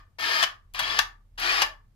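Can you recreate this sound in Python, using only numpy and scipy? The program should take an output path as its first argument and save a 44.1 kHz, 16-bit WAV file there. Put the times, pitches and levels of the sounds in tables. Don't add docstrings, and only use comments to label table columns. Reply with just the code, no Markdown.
import sys
import numpy as np
from scipy import signal
from scipy.fft import rfft, irfft, next_fast_len
from scipy.io import wavfile
from scipy.ndimage import map_coordinates

SR = 44100
rng = np.random.default_rng(int(sys.argv[2]) if len(sys.argv) > 2 else 0)


def transcribe(u):
    v = np.clip(np.atleast_2d(u).T, -1, 1)
    q = np.round(v * 32767).astype(np.int16)
    wavfile.write(sys.argv[1], SR, q)


N = 85995
LEAD = SR // 2
T = np.arange(-LEAD, N) / SR
FFT = next_fast_len(len(T) + SR // 2, True) // 2 * 2
HZ = np.fft.rfftfreq(FFT, 1 / SR)
RING_SAMPLES, TAIL_SAMPLES = 4096, 16384

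# (frequency [Hz], relative level [dB])
RUMBLE_COLOUR = [(20, -3), (45, -4), (60, -8.5), (95, 3.5), (140, -12), (300, -24.5), (1000, -32.5),
                 (3000, -39.5), (8000, -44.5), (15000, -46.5)]
# (frequency [Hz], correlation [0-1])
RUMBLE_LIKENESS = [(60, 0.79), (130, 1), (400, .3), (3000, .1)]
# (time [s], level [dB])
HUM_LEVELS = [(0.0, -52), (0.042, -55), (0.152, -90), (0.232, -59), (0.33, -76), (0.488, -58), (0.592, -62),
              (0.782, -52.5), (0.976, -53), (1.01, -49), (1.298, -59.5), (1.374, -49.5), (1.444, -50),
              (1.514, -52.5), (1.672, -51), (1.95, -64)]
# (frequency [Hz], t60 [s])
ROOM_DECAY = [(200, 0.39), (700, 0.26), (1200, 0.3), (2500, 0.21), (5500, 0.2), (14000, .2)]
# (frequency [Hz], t60 [s])
NEAR_DECAY = [(300, 0.03), (1500, 0.063), (5000, 0.059), (14000, 0.044)]
# (frequency [Hz], left over right [dB])
MIC_BALANCE = [(100, 5.5), (400, 4.5), (700, 8.5), (1300, 7.5), (2400, 5.5), (4400, 3), (8000, 17),
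               (15000, 7.5)]
# (time [s], half-length [s], pitch [Hz], level [dB])
HANDLING_BUMPS = [(0.221, 0.022, 89.1, -53), (0.824, 0.016, 92, -45.5)]
# (time [s], half-length [s], pitch [Hz], source level [dB])
GEAR_SQUEAKS = [(.441, .005, 3026, -24), (0.843, .008, 3300, -30.5), (0.904, .007, 3400, -27.5),
                (1.503, 0.015, 2455, -26.5), (1.639, 0.0064, 1750, -24)]
# (frequency [Hz], width [Hz], lift [dB])
HOUSING_MODES = [(644, 38, 6.5), (1070, 70, 1), (1164, 90, 4.5), (1430, 70, -1), (1750, 210, 9.5),
                 (2420, 240, 5.5), (2980, 240, 5.5), (3310, 230, 7), (4230, 120, 2.5), (4800, 290, 4),
                 (8050, 890, -7)]
# (time [s], source level [dB], rise [s], t60 [s],
# tilt [dB/octave])
CATCHES_AND_TICKS = [(0.186, -34, 0.0012, 0.046, -7), (.194, -32.5, 0.0015, .02, 2),
                     (0.206, -32, .002, 0.05, -0.5), (0.7376, -37.5, 0.00021, .012, 6.5),
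                     (0.7455, -27.5, .001, 0.04, -3), (.791, -15.5, 0.0018, 0.042, -2),
                     (1.379, -33.5, 0.0011, 0.054, -2.5), (1.397, -29, .002, 0.027, 5)]
# (frequency [Hz], relative level [dB])
CATCH_SPECTRUM = [(100, -27.5), (400, -27), (750, 0), (1700, 1), (4500, 3), (7500, -10), (11000, -9),
                  (15000, -11.5)]
# (time [s], source energy [dB], tilt [dB/octave], bounce gap [s], bounce loss [dB])
STOP_BLOWS = [(-.13, 9, -1, 0.0021, 1.5), (.4275, 6.5, -1.26, .0014, 2), (.4372, 3.5, -2, .0016, 2.5),
              (.9897, 10, 0.25, 0.0009, 0), (1.6194, 8, -1, 0.0018, 0.7), (1.629, -0.5, -3, 0.0025, 2.5)]
# (frequency [Hz], relative level [dB])
STOP_SPECTRUM = [(60, -28), (250, -24), (500, -16), (800, -3.5), (1150, 0.5), (1900, -3), (3100, -2),
                 (5000, -2.5), (7500, -12), (11000, -18.5), (15000, -18.5)]
# (frequency [Hz], relative level [dB])
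GEAR_SPECTRUM = [(60, -38), (200, -26.5), (350, -12), (520, -15), (700, -4.5), (1100, 0), (2000, -0.5),
                 (3300, -4), (4900, -2.5), (5800, -10), (7200, -19.5), (8100, -21.5), (9500, -22.5),
                 (15000, -26.5)]
# (multiple [of shaft rate], relative level [dB])
SHAFT_TONES = [(1, -2), (2, -6), (3, 2.5), (4, -0.5)]
# (multiple [of shaft rate], relative level [dB])
GROAN_TONES = [(4, -5.5), (5, -2)]
# (multiple [of shaft rate], level over the rattle [dB])
MESH_WHINES = [(29, -14.5), (45, -8.5)]
# (start [s], stop [s], rattle [dB], tilt [dB/octave], shaft tone [dB], groan [dB])
MOTOR_RUNS = [(-.37, -0.135, -28, 7, -76, -45), (0.185, 0.436, -27, 0.26, -60.5, -45.5),
              (0.742, 0.985, -31.5, -0.7, -55, -60.5), (1.377, 1.621, -26.5, 0, -58, -47)]

RUMBLE_DB, HUM_HZ = -61.5, 37.3
ROOM_DB, ROOM_SIDE_DB = -4, 1.5
NEAR_DB, LEFT_LEAD_S = -4.5, 0.000258
STOP_NEAR_DB = -1.5
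CRUNCH_T60_S, CRUNCH_DB = 0.009, 4.5
BOUNCE_SCATTER, BOUNCE_TILT_DB = 0.13, -0.56
SHAFT_HZ = 115.5
SPIN_UP_S, SWELL_S, COAST_S = 0.066, 0.028, 0.008
TEETH, TOOTH_SCATTER, TOOTH_SPREAD_DB = 11, 0.17, 4.5
SLIDE_DB, START_DB = 1, -13
TURN_DEPTH, WAVER_DB = 0.095, 0.32
WHINE_WANDER_RAD, WHINE_WANDER_HZ = 1.8, 696.3


def amp(db):
    return 10 ** (np.asarray(db) / 20)


def unit(x):
    return x / np.sqrt(np.mean(x ** 2) + 1e-20)


def along(points, hz=HZ):
    f, values = np.transpose(points)
    return np.interp(np.log(hz + 1), np.log(f), values)


def filtered(x, response):
    return irfft(rfft(x, FFT) * response, FFT)[..., :x.shape[-1]]


def wobble(rate):
    coarse = T[::SR // 1000]
    knots = rng.standard_normal(SR // 40)
    return np.interp(T, coarse, map_coordinates(knots, [(coarse - T[0]) * rate], mode="mirror"))


def noise():
    return rng.standard_normal(len(T))


def room_tone():
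    spread = np.arccos(np.clip(along(RUMBLE_LIKENESS), -1, 1)) / 2
    colour = amp(along(RUMBLE_COLOUR)) * [np.cos(spread), np.sin(spread)]
    mid, side = filtered(np.array([noise(), noise()]), colour)
    hum_rms = amp(np.interp(T, *np.transpose(HUM_LEVELS)))
    hum = np.sqrt(2) * hum_rms * np.sin(2 * np.pi * HUM_HZ * T + 0.4 * wobble(7.4))
    return amp(RUMBLE_DB) * unit(np.array([mid + side, mid - side])) + hum


def reflections(t60s):
    hz, t, spectra = signal.stft(rng.standard_normal((2, TAIL_SAMPLES)), SR, nperseg=256)
    tail = signal.istft(spectra * amp(-60 * t / along(t60s, hz)[:, None]), SR, nperseg=256)[1]
    tail /= np.linalg.norm(tail, axis=1, keepdims=True)
    delayed = np.pad(tail, ((0, 0), (SR // 700, 0)))
    return rfft(delayed, TAIL_SAMPLES)


def at_microphones(x, near_db):
    hz = np.fft.rfftfreq(TAIL_SAMPLES, 1 / SR)
    sides = np.array([[0.5], [-0.5]])
    direct = np.exp(2j * np.pi * hz * LEFT_LEAD_S * sides)
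    close = (direct + amp(near_db) * reflections(NEAR_DECAY)) * amp(along(MIC_BALANCE, hz) * sides)
    room = amp(ROOM_DB + ROOM_SIDE_DB * sides) * reflections(ROOM_DECAY)
    margin = SR // 200
    path = np.roll(irfft(close + room), margin, axis=1)
    return signal.fftconvolve(x[None], path, axes=1)[:, margin:][:, :len(T)]


def squeak_or_bump(time, half_length, hz, level_db):
    swell = amp(level_db) * np.exp(-((T - time) / half_length) ** 2)
    return swell * np.sin(2 * np.pi * hz * T + 0.5 * wobble(220))


def housing(force, colour, tilt_db):
    f = np.fft.rfftfreq(RING_SAMPLES, 1 / SR)
    db = along(colour, f) + tilt_db * np.log2(np.maximum(f, 500) / 2000)
    db += sum(lift / (1 + (2 * (f - hz) / width) ** 2) for hz, width, lift in HOUSING_MODES)
    cepstrum = irfft(np.log(unit(amp(db))))
    cepstrum[1:RING_SAMPLES // 2] *= 2
    cepstrum[RING_SAMPLES // 2 + 1:] = 0
    ring = irfft(np.exp(rfft(cepstrum)))
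    return signal.oaconvolve(force, ring)[:len(T)]


def catch_or_tick(time, level_db, rise, t60, tilt_db):
    age = np.maximum(T - time, 0)
    envelope = (1 - np.exp(-age / rise)) * amp(level_db - 60 * age / t60)
    return housing(noise() * envelope, CATCH_SPECTRUM, tilt_db)


def end_stop(time, energy_db, tilt_db, gap, loss_db, contacts=4):
    clack = np.zeros(len(T))
    age = np.arange(RING_SAMPLES) / SR
    spike = age == 0
    for k in range(contacts):
        crunch = rng.standard_normal(RING_SAMPLES) * amp(-60 * age / CRUNCH_T60_S)
        spectrum = rfft(amp(CRUNCH_DB) * crunch / np.linalg.norm(crunch) + spike)
        white_force = irfft(spectrum / np.abs(spectrum))[:RING_SAMPLES // 2]
        contact = housing(white_force, STOP_SPECTRUM, tilt_db + BOUNCE_TILT_DB * (k - 1))
        onset = time + gap * (k + BOUNCE_SCATTER * np.sqrt(k) * rng.standard_normal())
        clack[LEAD + round(onset * SR):][:len(contact)] += amp(-k * loss_db) * contact
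    return amp(energy_db) * clack / np.linalg.norm(clack)


def gear_teeth(turns):
    tooth = np.arange(SR // 50)
    timing, size = rng.standard_normal((len(tooth), 2)).T
    onsets = np.interp((tooth + TOOTH_SCATTER * timing) / TEETH, turns, np.arange(len(T))).astype(int)
    knocks = np.bincount(onsets, unit(amp(TOOTH_SPREAD_DB * size)), len(T))
    knocks *= np.sqrt(SR / (TEETH * SHAFT_HZ))
    swing = (1 + TURN_DEPTH * np.sin(2 * np.pi * turns)) * amp(WAVER_DB * wobble(70))
    sliding = amp(SLIDE_DB) * noise()
    return (knocks + sliding) / np.hypot(1, amp(SLIDE_DB)) * swing


def shaft_tones(turns, orders):
    return sum(amp(db) * np.sin(2 * np.pi * (k * turns + rng.random())) for k, db in orders)


def focus_motor(start, stop, rattle_db, tilt_db, tone_db, groan_db):
    age = np.maximum(T - start, 0)
    speed = 1 - np.exp(-age / SPIN_UP_S)
    running = (T > start) * np.exp(-np.maximum(T - stop, 0) / COAST_S)
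    turns = np.cumsum(SHAFT_HZ * speed) / SR
    swell = amp(rattle_db + START_DB * np.exp(-age / SWELL_S))
    rattle = housing(gear_teeth(turns) * running * swell, GEAR_SPECTRUM, tilt_db)
    drone = amp(tone_db) * speed ** 2 * shaft_tones(turns, SHAFT_TONES)
    load = speed ** 4 * (1 - speed)
    groan = amp(groan_db) * load / load.max() * shaft_tones(turns, GROAN_TONES)
    whine = np.zeros(len(T))
    for multiple, db in MESH_WHINES:
        wander = WHINE_WANDER_RAD * wobble(WHINE_WANDER_HZ)
        whine += amp(rattle_db + db) * np.sin(2 * np.pi * multiple * turns + wander)
    return rattle + (drone + groan + whine * speed) * running


def scene():
    catches = sum(catch_or_tick(*row) for row in CATCHES_AND_TICKS)
    squeaks = sum(squeak_or_bump(*row) for row in GEAR_SQUEAKS)
    runs = sum(at_microphones(focus_motor(*row), NEAR_DB) for row in MOTOR_RUNS)
    gear_noises = at_microphones(catches + squeaks, NEAR_DB)
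    stops = sum(at_microphones(end_stop(*row), NEAR_DB + STOP_NEAR_DB) for row in STOP_BLOWS)
    bumps = sum(squeak_or_bump(*row) for row in HANDLING_BUMPS)
    return (room_tone() + bumps + gear_noises + stops + runs)[:, LEAD:]


def record(dry):
    return filtered(dry, 1 / (1 + (HZ / 15500) ** 120))


dry = scene()
out = record(dry)
transcribe(out)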